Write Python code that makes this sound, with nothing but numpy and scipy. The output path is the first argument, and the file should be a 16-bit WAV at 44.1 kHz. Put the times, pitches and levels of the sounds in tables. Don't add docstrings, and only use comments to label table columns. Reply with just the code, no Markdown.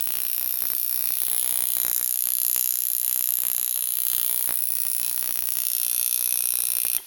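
import sys
import numpy as np
from scipy import signal
from scipy.fft import rfft, irfft
from scipy.io import wavfile
from scipy.ndimage import uniform_filter1d, map_coordinates

SR = 44100
rng = np.random.default_rng(int(sys.argv[2]) if len(sys.argv) > 2 else 0)


def unload_audio(sound):
    columns = np.transpose(np.atleast_2d(sound))
    steps = np.round(np.clip(columns, -1, 1) * 32767)
    wavfile.write(sys.argv[1], SR, steps.astype(np.int16))


def linear_from_db(decibels):
    return 10 ** (np.asarray(decibels, float) / 20)


N = 311649

# time in seconds, pose 0-3 (face-on, edge-on, face-on again, tipped flat),
# turn in degrees, rebound lag in ms, rebound level in dB.
HAND = [(0, 0, 0, .5, -6), (1.1, 0, 6, .5, -6), (1.5, .4, 30, .55, -8), (1.95, 1, 60, .55, -5),
        (3.6, 1, 66, .55, -5), (4.1, 1.4, 45, .5, -6), (4.6, 2, 15, .5, -6), (5.1, 2, -5, .5, -5),
        (5.5, 2.2, -8, .5, -3), (5.95, 3, -22, .5, 2), (7.07, 3, -24, .5, 2)]
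LOW_LEAD_S = .0003
NOTCH_HZ = 7950


def rms_one(x):
    return x / np.sqrt(np.mean(x ** 2) + 1e-20)


def read(rows, s):
    times, *columns = np.transpose(rows)
    return [np.interp(s, times, c) for c in columns]


def by_view(pose, values):
    return np.interp(pose, range(4), values)


def ring(s, size, hz, t60_ms, phase=0):
    w = 2 * np.pi * hz / SR
    at = np.ceil(s * SR).astype(int)
    clicks = np.full(N, 1e-18, complex)
    np.add.at(clicks, at, size * np.exp(1j * (phase + w * (at - s * SR))))
    pole = linear_from_db(-60e3 / (t60_ms * SR)) * np.exp(1j * w)
    return signal.lfilter([1], [1, -pole], clicks).imag


def steep(x, hz, kind):
    return signal.sosfilt(signal.butter(4, hz, kind, fs=SR, output="sos"), x)


def wander(count, size):
    once = uniform_filter1d(rng.standard_normal(count), size=size)
    return rms_one(uniform_filter1d(once, size=size))


def bell(s, centre_s, half_s):
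    return np.exp(-((s - centre_s) / half_s) ** 4 / 2)


def strokes():
    # time in seconds, rate in strokes per second.
    stroke_rate = [(0, 61.85), (.35, 61.97), (.65, 62.25), (.9, 61.88), (1.5, 61.92), (1.95, 61.45),
                   (2.55, 62.05), (2.85, 61.8), (3.6, 61.81), (3.9, 61.57), (4.6, 61.18), (4.9, 61.18),
                   (5.1, 61.28), (5.3, 61.19), (6.5, 60.8), (6.97, 60.85)]
    stop_s, first_stroke = 6.975, .523
    s = np.arange(int(stop_s * SR)) / SR
    count = np.cumsum(read(stroke_rate, s)[0]) / SR - first_stroke
    times = np.interp(np.arange(int(count[-1]) + 1), count, s)
    return times + 3e-5 * rng.standard_normal(len(times))


def frame(s):
    # frequency in Hz, t60 in ms, level in dB in the four
    steel = [(2590, 10.4, -30, -39, -30, -27), (3370, 4.5, -28.5, -33, -28, -27),
             (3680, 9, -32, -35, -31.5, -30), (4000, 22, -35.5, -35.5, -37.5, -37.5),
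             (4570, 3.4, -26, -26.5, -26, -26), (5570, 7.15, -25, -55, -25, -21.5),
             (6160, 3.6, -26, -27.5, -27, -23), (7040, 3.36, -24.5, -14.5, -22.5, -25),
             (9066, 5.6, -19, -22, -19.5, -15), (9350, 1.34, -16, -44, -30, -20),
           (9960, 41, -30, -20.5, -30, -53), (10720, 1.17, -16.5, -11.5, -11, -12),
           (10836, 10.5, -13.5, -19, -11.5, -11), (11342, 8.4, -20.5, -11.5, -18.5, -14),
           (11950, 6.1, -22.5, -10, -16.5, -30), (12080, 1.93, -8, -6, -11, -16.5),
           (15460, 0.97, -15.5, -16, -25, -21), (13700, 1.6, -52, -36, -12, -18),
           (16400, 1, -4, -12.5, -5.5, -25), (16040, 3.4, -7, -58, -7, -21),
           (17600, 0.88, -9.5, -17, -13, -9.5)]
    tremor_deg, radiator_m, rebound_jitter_s = 5, .005, 3e-6
    mode_spread_db, drift_db, phase_spread_rad = .7, 1.5, .08
    broad_t60_share = .72

    pose, turn_deg, lag_ms, rebound_db = read(HAND, s)
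    turn_deg = turn_deg + tremor_deg * wander(count=len(s), size=12)
    lowest_db, middle_db = swell(s, pose)
    blow_db = rng.normal(0, 0.8, len(s))
    rebound = s + lag_ms / 1000 + rebound_jitter_s * rng.standard_normal(len(s))
    groups = np.zeros((2, N))
    for k, (hz, t60_ms, *view_db) in enumerate(steel):
        low = int(hz < NOTCH_HZ)
        swell_db = low * (lowest_db if hz < 4500 else middle_db)
        db = by_view(pose, view_db) + blow_db + rng.normal(0, mode_spread_db, len(s))
        db = db + swell_db - np.mean(swell_db) + drift_db * wander(count=len(s), size=15)
        if t60_ms < 7:
            t60_ms, db = t60_ms * broad_t60_share, db + 4.5
        offset_m = rng.uniform(-1, 1) * radiator_m
        path_m = offset_m * np.sin(np.radians(turn_deg))
        phase = np.pi * k + 2 * np.pi * hz * path_m / 343
        phase = phase + rng.normal(0, phase_spread_rad, len(s))
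        light_db = db + rebound_db - 12 * low
        blows = np.r_[s, rebound] - low * LOW_LEAD_S
        groups[low] += ring(blows, linear_from_db(np.r_[db, light_db]), hz, t60_ms, np.r_[phase, phase])
    high = steep(groups[0], NOTCH_HZ, "high")
    low = steep(steep(groups[1], NOTCH_HZ, "low"), 1970, "high")
    return high + low + grip_hum(s, pose, blow_db)


def swell(s, pose):
    # time in seconds, half length in seconds, lowest modes in dB, middle modes in dB.
    sweeps = [(.85, 0.1, -2, -1.5), (1.31, 0.19, 3, 1.5), (1.82, 0.044, 4, 1), (3.76, 0.17, 5.5, 1.5),
              (4.13, 0.046, 5, 4.5), (4.578, 0.11, 0.5, -3), (5.06, 0.043, 8.5, 3.5)]
    lowest_view_db = [0, 3, -3, 3.5]
    middle_view_db = [0.22, -0.1, -1.1, .5]
    lowest_db, middle_db = by_view(pose, lowest_view_db), by_view(pose, middle_view_db)
    for at, half_s, low_db, mid_db in sweeps:
        passing = bell(s, at, half_s)
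        lowest_db = lowest_db + low_db * passing
        middle_db = middle_db + mid_db * passing
    return lowest_db, middle_db


def grip_hum(s, pose, blow_db):
    # frequency in Hz, t60 in ms, level in dB in the four views.
    grip = [(492, 58, -72, -83, -65, -63), (600, 84, -67, -67, -75, -62.5), (966, 14, -52, -56, -54, -49),
            (1357, 16.4, -52, -48, -52, -46.5), (2010, 26, -71, -84, -51, -52)]
    return sum(ring(s, linear_from_db(by_view(pose, view_db) + blow_db), hz, t60_ms)
               for hz, t60_ms, *view_db in grip)


def side_plates(s):
    # frequency in Hz, t60 in ms, level in dB.
    oblique = [(3280, 5.6, -25), (4930, 21, -39)]
    slant = np.abs(np.sin(np.pi * np.minimum(read(HAND, s)[0], 2)))
    return sum(ring(s - LOW_LEAD_S, -slant * linear_from_db(db), hz, t60_ms) for hz, t60_ms, db in oblique)


def small_contacts(s):
    # share of stroke, frequency in Hz, t60 in ms, level in dB.
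    spring_tick = (2.6, 3412, 21, -69)
    # time in seconds, frequency in Hz, t60 in ms, level in dB.
    last_touch = [(6.982, 3190, 22, -30.5), (6.982, 3240, 150, -45.5), (6.981, 844, 20, -37),
                  (6.982, 2050, 13, -33), (6.992, 386, 83, -47), (7.001, 930, 20, -39)]
    share, hz, t60_ms, db = spring_tick
    closing = s[:-1] + np.diff(s) * (share + rng.normal(0, 0.017, len(s) - 1))
    ticks = ring(closing, linear_from_db(db + rng.normal(0, 1, len(closing))), hz, t60_ms)
    return ticks + sum(ring(np.array([at]), linear_from_db(db), hz, t60_ms) for at, hz, t60_ms, db in last_touch)


def overload_tick(s):
    # time in seconds, lean -1..1, slap-to-slap scatter.
    lean_curve = [(0, -0.47, 0.4), (.7, 0.43, 0.49), (.95, -0.032, 0.37), (1.3, 0.31, 0.45),
                  (1.5, 0.53, 0.17), (2.0, .55, 0.37), (2.3, -0.19, 0.24), (3.4, -0.28, 0.37),
                  (3.85, -0.15, 0.19), (4.15, -0.15, 0.46), (4.4, 0.4, 0.26), (4.8, -0.077, 0.27),
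                  (5.3, -0.3, 0.48), (5.65, -0.24, 0.25), (5.85, 0.074, 0.25), (7, 0.36, 0.23)]
    # time in seconds, half length in seconds, lean.
    spells = [(0.032, 0.025, .1), (0.829, 0.041, 0.1), (1.707, 0.038, -0.07), (1.828, 0.065, 0.94),
              (2.163, 0.053, -0.17), (2.277, .01, -0.79), (2.565, 0.012, -1.6), (2.754, .06, 0.052),
              (2.973, 0.07, 0.077), (3.086, 0.0079, -0.85), (3.337, 0.042, -0.12), (3.446, 0.022, -0.7),
              (4.12, 0.025, -0.66), (1.108, 0.0089, 0.97), (1.97, .015, 0.95), (0.543, 0.013, 0.45),
              (4.5, 0.018, 1.13), (4.668, .06, 0.11), (5.067, 0.038, 0.76), (5.718, 0.024, 0.2),
              (6.118, 0.056, 0.1), (6.856, .01, 0.93)]
    full_tick_db, settled_scatter = -3.5, 0.39
    lean, scatter = read(lean_curve, s)
    chance = 1.36 * np.tanh(1.64 * rng.standard_normal(len(s)))
    size = lean + np.abs(scatter) * chance
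    for at, half_s, settled in spells:
        held = bell(s, at, half_s)
        size = (1 - held) * size + held * settled * (1 + settled_scatter * chance)
    clicks = np.zeros(N)
    clicks[((s + .0003) * SR).astype(int)] = size * linear_from_db(full_tick_db)
    return signal.sosfilt(signal.butter(2, 3500, fs=SR, output="sos"), clicks)


def surroundings(x):
    # delay in ms, level in dB in the four views.
    echoes = [(1.5, -14, -20, -15, -18), (2.3, -15, -18, -15, -13), (3.1, -15, -14, -15, -11),
              (4.1, -17, -21, -16, -21), (6.5, -13, -23, -15, -16), (8.3, -21, -19, -16, -21),
              (11.3, -21, -23, -20, -21)]
    room_db = [-8.5, -20.5, -12.5, -15]
    room_t60_s, room_onset_s = 0.55, 0.0039
    pose_shift_ms, sway_ms = .25, .012
    now = np.arange(N)
    pose = read(HAND, now / SR)[0]
    out = x.copy()
    steps = N // 1000 + 2
    for delay_ms, *view_db in echoes:
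        shift = pose_shift_ms * by_view(pose, rng.uniform(-1, 1, 4))
        sway = sway_ms * np.interp(now / 1000, np.arange(steps), wander(count=steps, size=10))
        lag = (delay_ms + shift + sway) * SR / 1000
        out += linear_from_db(by_view(pose, view_db)) * map_coordinates(x, [now - lag], order=3)
    age = np.arange(SR // 2) / SR
    decay = linear_from_db(-60 * age / room_t60_s) * (1 - np.exp(-age / room_onset_s))
    for view in range(4):
        share = np.sqrt(np.clip(1 - abs(pose - view), 0, 1))
        tail = decay * rng.standard_normal(len(age))
        tail = tail / np.linalg.norm(tail)
        out += linear_from_db(room_db[view]) * signal.fftconvolve(x * share, tail)[:N]
    return out


def floor():
    # frequency in Hz, density in dB per Hz.
    floor_curve = [(30, 5.5), (60, 3.5), (300, 5), (900, 4), (1700, 9), (3300, 14), (6000, 11), (11000, 5),
                   (17000, -41)]
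    hz = np.maximum(np.fft.rfftfreq(N, 1 / SR), 10)
    knot_hz, knot_db = np.transpose(floor_curve)
    shape = linear_from_db(np.interp(np.log(hz), np.log(knot_hz), knot_db))
    return linear_from_db(-51) * rms_one(irfft(rfft(rng.standard_normal(N)) * shape, N))


def scene():
    # time in seconds, slap level in dB.
    nearness = [(0, -28.5), (.9, -27.5), (1.25, -26.5), (1.65, -26.5), (2.15, -28.5), (2.55, -26),
                (2.8, -28.5), (3.25, -27), (3.85, -29.5), (4.15, -26.5), (4.5, -27.5), (5.35, -29.5),
                (6.0, -27.5), (6.5, -27.5), (6.97, -28)]
    s = strokes()
    buzz = surroundings(frame(s) + small_contacts(s) + side_plates(s))
    level = np.sqrt(uniform_filter1d(buzz ** 2, size=5720))[(s * SR).astype(int)]
    gain = linear_from_db(read(nearness, s)[0] + 4.0) / level
    buzz = buzz * np.interp(np.arange(N) / SR, s, gain)
    return (buzz + overload_tick(s) + floor())[None]


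def roll_off(x):
    return signal.sosfilt(signal.butter(12, 20240, fs=SR, output="sos"), x)


def record(dry):
    # start in seconds, end in seconds.
    top_open = [(.82, .98), (1.83, 1.86), (1.94, 2.21), (2.38, 2.43), (2.5, 2.58), (2.66, 2.74),
                (2.78, 2.85), (2.89, 3.06), (3.43, 3.47), (3.73, 3.79)]
    notch_width_hz, notch_db = 1300, -19
    cutoff_hz, top_hz = 17300, 20100
    w, width = 2 * np.pi * NOTCH_HZ / SR, np.tan(np.pi * notch_width_hz / SR)
    deep = width * linear_from_db(notch_db)
    x = signal.lfilter([1 + deep, -2 * np.cos(w), 1 - deep], [1 + width, -2 * np.cos(w), 1 - width], dry)
    hz, s = np.fft.rfftfreq(N, 1 / SR), np.arange(N) / SR
    spectrum = rfft(x)
    body = irfft(spectrum * (hz < cutoff_hz), N)
    top = irfft(spectrum * (hz >= cutoff_hz) * (hz < top_hz), N)
    is_open = sum((s > a) * (s < b) for a, b in top_open).astype(float)
    is_open = uniform_filter1d(is_open, size=400)
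    return roll_off(body + linear_from_db(-13) * is_open * top)


dry = scene()
out = record(dry)
unload_audio(out)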